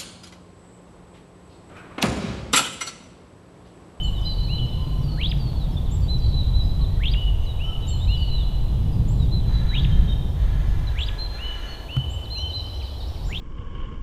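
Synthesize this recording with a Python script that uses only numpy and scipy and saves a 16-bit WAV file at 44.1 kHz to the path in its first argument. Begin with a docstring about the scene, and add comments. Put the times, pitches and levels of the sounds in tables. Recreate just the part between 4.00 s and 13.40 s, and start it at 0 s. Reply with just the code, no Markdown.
"""A drake on a woodland pond gives five short rising whistles: near-pure tones that climb through
the throat's resonance, flick, squeak and snap down. Songbirds pipe and twitter in gliding sine notes;
trunks and banks add long tails. A far bird rasps three times, pulses and air through a harsh throat.
Wind eddies rumble on the microphone over a faint hush; one bump ticks and rings the camera body."""
import sys
import numpy as np
from scipy import signal
from scipy.fft import rfft, irfft, next_fast_len
from scipy.io import wavfile

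SR = 44100
rng = np.random.default_rng(int(sys.argv[2]) if len(sys.argv) > 2 else 0)


def wrap_up_sound(samples):
    """Save the sound to the file named by the first command line argument, as 16-bit audio."""
    columns = np.atleast_2d(samples).T
    # keep every value between -1 and 1, then stretch to whole-number steps
    tamed = np.clip(columns, -1, 1)
    steps = np.round(tamed * 32767).astype(np.int16)
    wavfile.write(sys.argv[1], SR, steps)


N = 414540

# still air and hiss, spectrum: f/Hz, relative level/dB
HUSH_SPECTRUM = [(30, -5.5), (250, 6), (450, 4), (850, 2), (1100, -3.5), (1400, -11), (2200, -15.5),
                 (3500, -8.5), (4600, -19.5), (5500, -21.5), (8000, -23.5), (15000, -24)]
# wind bands before trim: t/s, rumble/dB, throb/dB, buffet/dB
WIND_LEVELS = [(0.0, -23, -28.5, -28), (1.4, -26, -29, -25.0), (2.5, -19, -19.5, -26),
               (3.2, -21, -26.5, -28), (3.4, -22.5, -21.0, -35), (3.7, -25, -29.5, -32),
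               (4.1, -23, -19.5, -29.5), (4.5, -20.5, -30, -30), (5.0, -22, -22, -20.5),
               (5.701, -18.5, -25.5, -25), (5.9, -17.5, -20, -21), (6.4, -23.5, -26, -29),
               (6.8, -18.5, -25, -28), (6.9, -25.5, -23.5, -36.5), (7.7, -31.5, -44.5, -47),
               (8.0, -37.5, -28, -40.5), (8.9, -38, -28.5, -47.5), (9.4, -24.5, -32, -30.5)]
# wind band spectra: f/Hz, relative level/dB
RUMBLE_SPECTRUM = [(10, -8), (22, 0), (35, -3.5), (50, 4), (62, -8.5), (90, -20.5), (200, -91)]
THROB_SPECTRUM = [(25, -25), (45, -4.5), (60, 1), (85, 1), (110, -8.5), (150, -28.5), (250, -64),
                  (600, -94)]
BUFFET_SPECTRUM = [(50, -33), (90, -3.5), (120, 3.5), (155, -0.5), (200, -11.5), (280, -18.5), (450, -28),
                   (1000, -58.5), (3000, -102)]
# camera body modes: f/Hz, level/dB, t60/s
BODY_MODES = [(131, -7.5, 0.15), (200, -5, 0.02), (1370, -17, 0.014)]
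# bump tick spectrum: f/Hz, relative level/dB
TICK_SPECTRUM = [(300, 0), (1500, -2), (2500, -11), (5000, -21), (9000, -27), (15000, -22)]
# far hoots: t/s, length/s, f/Hz, level/dB
HOOT_NOTES = [(0.076, 0.16, 1102, -58), (0.693, 0.33, 1040, -54), (1.04, 0.13, 1272, -59),
              (2.794, 0.068, 1120, -52.5), (2.885, 0.106, 1930, -60), (3.617, 0.13, 1310, -56)]
# far see-saw song: start/s, end/s, syllable rate/Hz
TRILL_SPAN = (8.482, 9.25, 6)
# far rasps: t/s, length/s, f/Hz, level/dB
RASP_CALLS = [(5.448, 0.68, 343.4, -50), (6.352, 0.94, 336.5, -49.5), (7.306, 0.52, 341, -46.5)]
# rasping throat response: f/Hz, gain/dB
RASP_SPECTRUM = [(700, -22), (1050, 1.5), (1400, 1), (1720, 5.5), (2050, -1), (2500, -5.5), (3300, -3),
                 (4300, -8), (5200, -19.5), (6600, -12), (8000, -43), (12000, -50)]
# tiny bird's calls: t/s, level/dB
THIN_NOTES = [(.025, -51), (1.903, -52), (3.867, -48), (5.075, -54), (6.981, -54.5), (8.088, -51.5)]
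# warbler notes: t/s, length/s, first f/Hz, level/dB
WARBLER_NOTES = [(0.217, .2, 5030, -50), (.766, 0.19, 5130, -65), (1.021, 0.23, 4780, -47.5),
                 (1.379, 0.14, 4800, -49), (1.712, .04, 5400, -54), (2.013, .055, 4680, -51),
                 (2.189, 0.3, 4770, -49.5), (3.458, 0.077, 4010, -48), (3.81, 0.11, 4000, -49),
                 (3.872, 0.16, 4500, -50.5), (4.153, .17, 4820, -50), (4.897, 0.11, 5050, -63),
                 (5.18, 0.11, 4930, -64), (5.47, .14, 5000, -66)]
# near chirps: t/s, length/s, middle f/Hz, fall/share of f (negative rises), level/dB
CHIRP_NOTES = [(.028, 0.065, 4230, 0.12, -48), (.134, 0.074, 3780, 0.18, -49),
               (.428, 0.055, 4250, 0.11, -42), (.578, 0.035, 3390, 0.16, -49), (.679, .076, 3600, .17, -53),
               (1.545, .12, 4080, .27, -49), (1.765, .024, 3540, .03, -44), (1.85, 0.05, 3570, 0.29, -51),
               (2.81, 0.048, 3870, 0.23, -46), (3.986, 0.076, 3700, -0.17, -42.5),
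               (4.085, .09, 3580, .17, -48), (4.36, .08, 3700, .22, -41), (5.187, 0.066, 3860, 0.11, -49),
               (5.67, 0.16, 3780, 0.15, -39.5), (5.902, 0.081, 3160, 0, -46), (6.06, .096, 3140, 0, -48),
               (6.076, 0.068, 3720, 0, -45), (6.865, 0.028, 4000, 0.085, -46), (8.235, .03, 4300, .3, -50),
               (8.359, 0.084, 5800, 0.14, -55.5), (8.796, 0.034, 2915, 0.58, -48),
               (9.0, 0.028, 3700, 0.071, -44.5), (9.147, 0.023, 2560, .42, -50),
               (9.25, 0.076, 7100, 0.061, -54)]
# songbird's long low and short high whistles: t/s, f/Hz, level/dB
LOW_PIPE_NOTES = [(-.08, 3127, -34), (.478, 3115, -36), (3.122, 3095, -37.5), (3.587, 3120, -35),
                  (4.068, 3070, -35.5), (7.378, 3110, -36), (7.88, 3140, -34.5), (8.347, 3166, -34.5)]
HIGH_PIPE_NOTES = [(.246, 4080, -33), (.485, 4110, -37.5), (2.078, 4075, -32.5), (2.325, 4038, -34.5),
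                   (2.535, 4034, -37), (4.065, 4160, -40), (4.288, 4086, -38.5), (5.307, 4090, -39),
                   (5.52, 4030, -40.5), (7.175, 4180, -37.5), (7.665, 4390, -45.5), (8.298, 4184, -33.5),
                   (8.521, 4100, -33.5)]
# drake calls: t/s, mid-rise f/Hz, level/dB, squeak gain/dB, first flick delay/s
DRAKE_CALLS = [(1.172, 3365, -25.5, -0.5, .043), (2.994, 3250, -26.5, 2, 0.044),
               (5.702, 3180, -28, -9, .052), (6.943, 3310, -27.5, -1, .047), (9.284, 3160, -29.5, -1, .046)]
# pitch contour of a call: t/s, ratio to mid-rise f
DRAKE_GLIDE = [(0, .42), (.114, 1.28), (.124, 1.48), (.135, 1.45), (.143, 1.13), (.152, .61), (.162, .39)]
# drake's throat resonance: ratio to mid-rise f, gain/dB
DRAKE_THROAT = [(.4, -25), (.62, -15), (.76, -7), (1, 0), (1.14, -4), (1.29, -24), (1.47, -15)]


def from_db(db):
    """Decibels to gain."""
    return 10 ** (np.asarray(db) / 20)


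def unit_rms(x):
    """Scale to rms 1."""
    return x / np.sqrt(np.mean(x ** 2) + 1e-20)


def add(track, start_s, sound):
    """Mix a sound into the track at start_s."""
    at = round(start_s * SR)
    first, last = max(at, 0), min(at + len(sound), N)
    track[first:last] += sound[first - at:last - at]


def clock(length_s):
    """Sample times in s."""
    return np.arange(int(length_s * SR)) / SR


def drift(t, rate_hz):
    """Unit Gaussian points at rate_hz, linearly joined."""
    return np.interp(t * rate_hz, np.arange(4096), rng.standard_normal(4096))


def colour(x, spectrum):
    """Filter by a table of f/Hz, level/dB; rms 1."""
    hz, db = np.transpose(spectrum)
    size = next_fast_len(len(x))
    bins_hz = np.maximum(np.fft.rfftfreq(size, 1 / SR), 1)
    gain = from_db(np.interp(np.log(bins_hz), np.log(hz), db))
    return unit_rms(irfft(rfft(x, size) * gain, size)[:len(x)])


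def swell(t, rise_s, fall_s):
    """Quarter-sine fade in and out."""
    rise = np.sin(np.pi / 2 * np.clip(t / rise_s, 0, 1))
    return rise * np.sin(np.pi / 2 * np.clip((t[-1] - t) / fall_s, 0, 1))


def slide(length_s, first_hz, middle_hz, last_hz, waver=.0057, flutter_db=4):
    """Trembling sine note on a parabola through three pitches."""
    t = clock(length_s)
    hz = np.polyval(np.polyfit([0, .5, 1], [first_hz, middle_hz, last_hz], 2), t / length_s)
    tremble = waver * drift(t, 120) + .009 * drift(t, 450)
    envelope = from_db(flutter_db * drift(t, 80)) * swell(t, .33 * length_s, .2 * length_s)
    return np.sqrt(2) * envelope * np.sin(phase_of(hz * (1 + tremble)))


def phase_of(hz):
    """Running phase in rad."""
    return 2 * np.pi * np.cumsum(hz) / SR


def scatter(x, t60_s, build_s):
    """Dense weak echoes from trunks and banks build up and decay."""
    t = clock(t60_s)
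    echoes = rng.standard_normal(len(t)) * from_db(-60 * t / t60_s) * (1 - np.exp(-t / build_s))
    return signal.fftconvolve(x, echoes / np.linalg.norm(echoes))[:N]


def hush(level_db=-43.5):
    """Still woodland air with a faint hiss."""
    return from_db(level_db) * colour(rng.standard_normal(N), HUSH_SPECTRUM)


def wind(trims_db=(0, -2, -2)):
    """Large slow eddies rumble on the microphone; smaller ones throb and buffet."""
    times_s, *bands_db = np.transpose(WIND_LEVELS)
    spectra = RUMBLE_SPECTRUM, THROB_SPECTRUM, BUFFET_SPECTRUM
    out, t = np.zeros(N), np.arange(N) / SR
    for band_db, trim_db, spectrum in zip(bands_db, trims_db, spectra):
        envelope = from_db(np.interp(t, times_s, band_db) + trim_db)
        out += envelope * colour(rng.standard_normal(N), spectrum)
    return out


def camera_bump(start_s=7.9665, tick_db=-30, tick_decay_s=.0036, build_s=.006):
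    """A tick on the camera body; its low ring builds up after."""
    out, t = np.zeros(N), clock(2 * BODY_MODES[0][2])
    ring = sum(from_db(db - 60 * t / t60_s) * np.sin(2 * np.pi * hz * t) for hz, db, t60_s in BODY_MODES)
    ring *= 1 - np.exp(-t / build_s)
    tick = colour(rng.standard_normal(len(t)), TICK_SPECTRUM) * np.exp(-t / tick_decay_s)
    add(out, start_s, ring + from_db(tick_db) * tick)
    return out


def chorus(count=130, level_db=-57, spread_db=8, high_loss_db=11):
    """Far birds: faint short notes, mostly falling; high ones fade on the way."""
    out = np.zeros(N)
    for k, (offset, height, length, loudness, lean) in enumerate(rng.random((count, 5))):
        octaves = height ** 2
        hz, glide = 3200 * 2 ** octaves, .2 * lean - .06
        gain = from_db(level_db - high_loss_db * octaves + spread_db * (loudness - .5))
        note = slide(.025 + .05 * length, hz * (1 + glide), hz, hz * (1 - glide), waver=.012)
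        add(out, (k + offset) / count * N / SR, gain * note)
    return out


def hoots():
    """Low arched notes from across the water."""
    out = np.zeros(N)
    for start_s, length_s, hz, level_db in HOOT_NOTES:
        add(out, start_s, from_db(level_db) * slide(length_s, .98 * hz, hz, .98 * hz))
    return out


def trill(level_db=-47.5, range_hz=(5700, 3700), stroke_s=.055):
    """Far see-saw song: each syllable plunges, levels out, climbs back softer."""
    out = np.zeros(N)
    start_s, end_s, rate_hz = TRILL_SPAN
    for at_s in np.arange(start_s, end_s, 1 / rate_hz):
        top_hz, bottom_hz = np.array(range_hz) * rng.normal(1, .025)
        fall = slide(stroke_s, top_hz, 1.15 * bottom_hz, bottom_hz, waver=.015)
        rise = slide(stroke_s, 1.08 * bottom_hz, .88 * top_hz, 1.07 * top_hz, waver=.015)
        add(out, at_s, from_db(level_db + np.linspace(-5, 2, len(fall))) * fall)
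        add(out, at_s + .062, from_db(level_db - 8) * rise)
    return out


def rasps(jitter=.02):
    """Far bird: unsteady pulses and rushing air through a harsh throat."""
    out = np.zeros(N)
    for start_s, length_s, hz, level_db in RASP_CALLS:
        t = clock(length_s)
        cycles = phase_of(hz * (1 + jitter * drift(t, 300))) // (2 * np.pi)
        pulses = unit_rms(np.diff(cycles, prepend=0))
        voice = colour(pulses + rng.standard_normal(len(t)), RASP_SPECTRUM)
        add(out, start_s, from_db(level_db) * voice * swell(t, .015, .18))
    return out


def thin_calls(length_s=.073, contour_hz=(6700, 7530, 7310)):
    """Tiny bird: a very high note rises and levels out."""
    out = np.zeros(N)
    for start_s, level_db in THIN_NOTES:
        add(out, start_s, from_db(level_db) * slide(length_s, *contour_hz))
    return out


def warbler(chip_s=.014, chip_ratio=1.3, chip_gain_db=-11, fall_hz_per_s=3900):
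    """A thin chip drops onto each note, which then sinks steadily."""
    out = np.zeros(N)
    for start_s, length_s, hz, level_db in WARBLER_NOTES:
        chip = slide(chip_s, chip_ratio * hz, np.sqrt(chip_ratio) * hz, hz)
        add(out, start_s - chip_s / 2, from_db(level_db + chip_gain_db) * chip)
        fall_hz = fall_hz_per_s * length_s
        add(out, start_s, from_db(level_db) * slide(length_s, hz, hz - fall_hz / 2, hz - fall_hz))
    return out


def chirps():
    """Short straight glides from the nearer trees."""
    out = np.zeros(N)
    for start_s, length_s, hz, fall, level_db in CHIRP_NOTES:
        note = slide(length_s, hz * (1 + fall / 2), hz, hz * (1 - fall / 2))
        add(out, start_s, from_db(level_db) * note)
    return out


def pipes(notes, length_s, scoop, scoop_s, sag_hz, rise_s, flutter_db=2):
    """Songbird whistles: each scoops up to pitch, wavers, sags and drops as it stops."""
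    out, t = np.zeros(N), clock(length_s)
    for start_s, hz, level_db in notes:
        waver = .005 * drift(t, 70) + .0081 * drift(t, 400) * (.5 + t / length_s)
        drop = .08 * np.exp((t - length_s) / .005)
        bend = 1 - scoop * np.exp(-t / scoop_s) - drop + waver
        phase = phase_of((hz - sag_hz * t / length_s) * bend)
        envelope = from_db(level_db + flutter_db * drift(t, 61.7)) * swell(t, rise_s, .22 * length_s)
        add(out, start_s, np.sqrt(2) * envelope * np.sin(phase))
    return out


def drake_flicks(t, count=4, every_s=.021, width_s=.0015, swing=.285, rebound=.52):
    """Evenly spaced pitch flicks, as a share of the pitch: up, then an undershoot."""
    bend = np.zeros(len(t))
    for k in range(count):
        u = (t - k * every_s) / width_s
        flick = np.exp(-u ** 2) - rebound * np.exp(-(u - 2) ** 2)
        bend += swing * rng.uniform(.75, 1.25) * flick
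    return bend


def drake_whistles(choke_db_per_ratio=50, fade_from_s=.14, fade_db_per_s=150, second_harmonic_db=-41):
    """A near-pure tone climbs through the throat's resonance, flicks, squeaks and snaps down."""
    times_s, ratios = np.transpose(DRAKE_GLIDE)
    out, t = np.zeros(N), clock(times_s[-1])
    glide = np.interp(t, times_s, ratios)
    squeak = np.interp(glide, [1.25, 1.4], [0, 1])
    throat_db = np.interp(glide, *np.transpose(DRAKE_THROAT))
    fade_db = fade_db_per_s * np.maximum(t - fade_from_s, 0)
    for start_s, hz, level_db, squeak_db, flick_s in DRAKE_CALLS:
        bend = drake_flicks(t - flick_s)
        # flicks push a low tone into resonance, a high one out
        detune = np.clip(np.abs(glide * (1 + bend) - 1) - np.abs(glide - 1), -.1, .4)
        shape_db = throat_db - fade_db - choke_db_per_ratio * detune + squeak_db * squeak
        envelope = from_db(level_db + shape_db) * swell(t, .0015, .002)
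        jitter = .014 * drift(t, 743)
        phase = phase_of(hz * glide * (1 + bend + jitter))
        tone = np.sin(phase) + from_db(second_harmonic_db) * np.sin(2 * phase)
        add(out, start_s, np.sqrt(2) * envelope * tone)
    return out


def scene(far_bank_delay_s=.2):
    """Close drake; the other birds arrive more by way of bank and trees. Hush, wind and bump stay dry."""
    low = pipes(LOW_PIPE_NOTES, length_s=.19, scoop=.28, scoop_s=.027, sag_hz=170.6, rise_s=.065)
    high = pipes(HIGH_PIPE_NOTES, length_s=.1002, scoop=.141, scoop_s=.00599, sag_hz=99.8, rise_s=.029)
    piping = low + high
    drake = drake_whistles()
    song = warbler() + chirps()
    thin = thin_calls()
    far = chorus() + trill() + hoots() + rasps()
    direct = drake + piping + song + thin + from_db(-5) * far
    to_bank = from_db(-11) * drake + from_db(-8) * piping + from_db(-7) * (song + thin) + from_db(-1) * far
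    add(to_bank, far_bank_delay_s, from_db(-13) * piping)   # echo off the opposite bank
    to_woods = from_db(-18) * drake + from_db(-6) * (low + far) + from_db(-6.5) * high
    to_woods += from_db(-10) * song + from_db(-15) * thin
    echoes = scatter(to_bank, t60_s=.56, build_s=.005) + scatter(to_woods, t60_s=1.9, build_s=.033)
    return (direct + echoes + hush() + wind() + camera_bump())[None]


def record(dry, cutoff_hz=15050):
    """Steep elliptic low-pass."""
    return signal.sosfilt(signal.ellip(12, .1, 80, cutoff_hz, fs=SR, output="sos"), dry)


dry = scene()
out = record(dry)
wrap_up_sound(out)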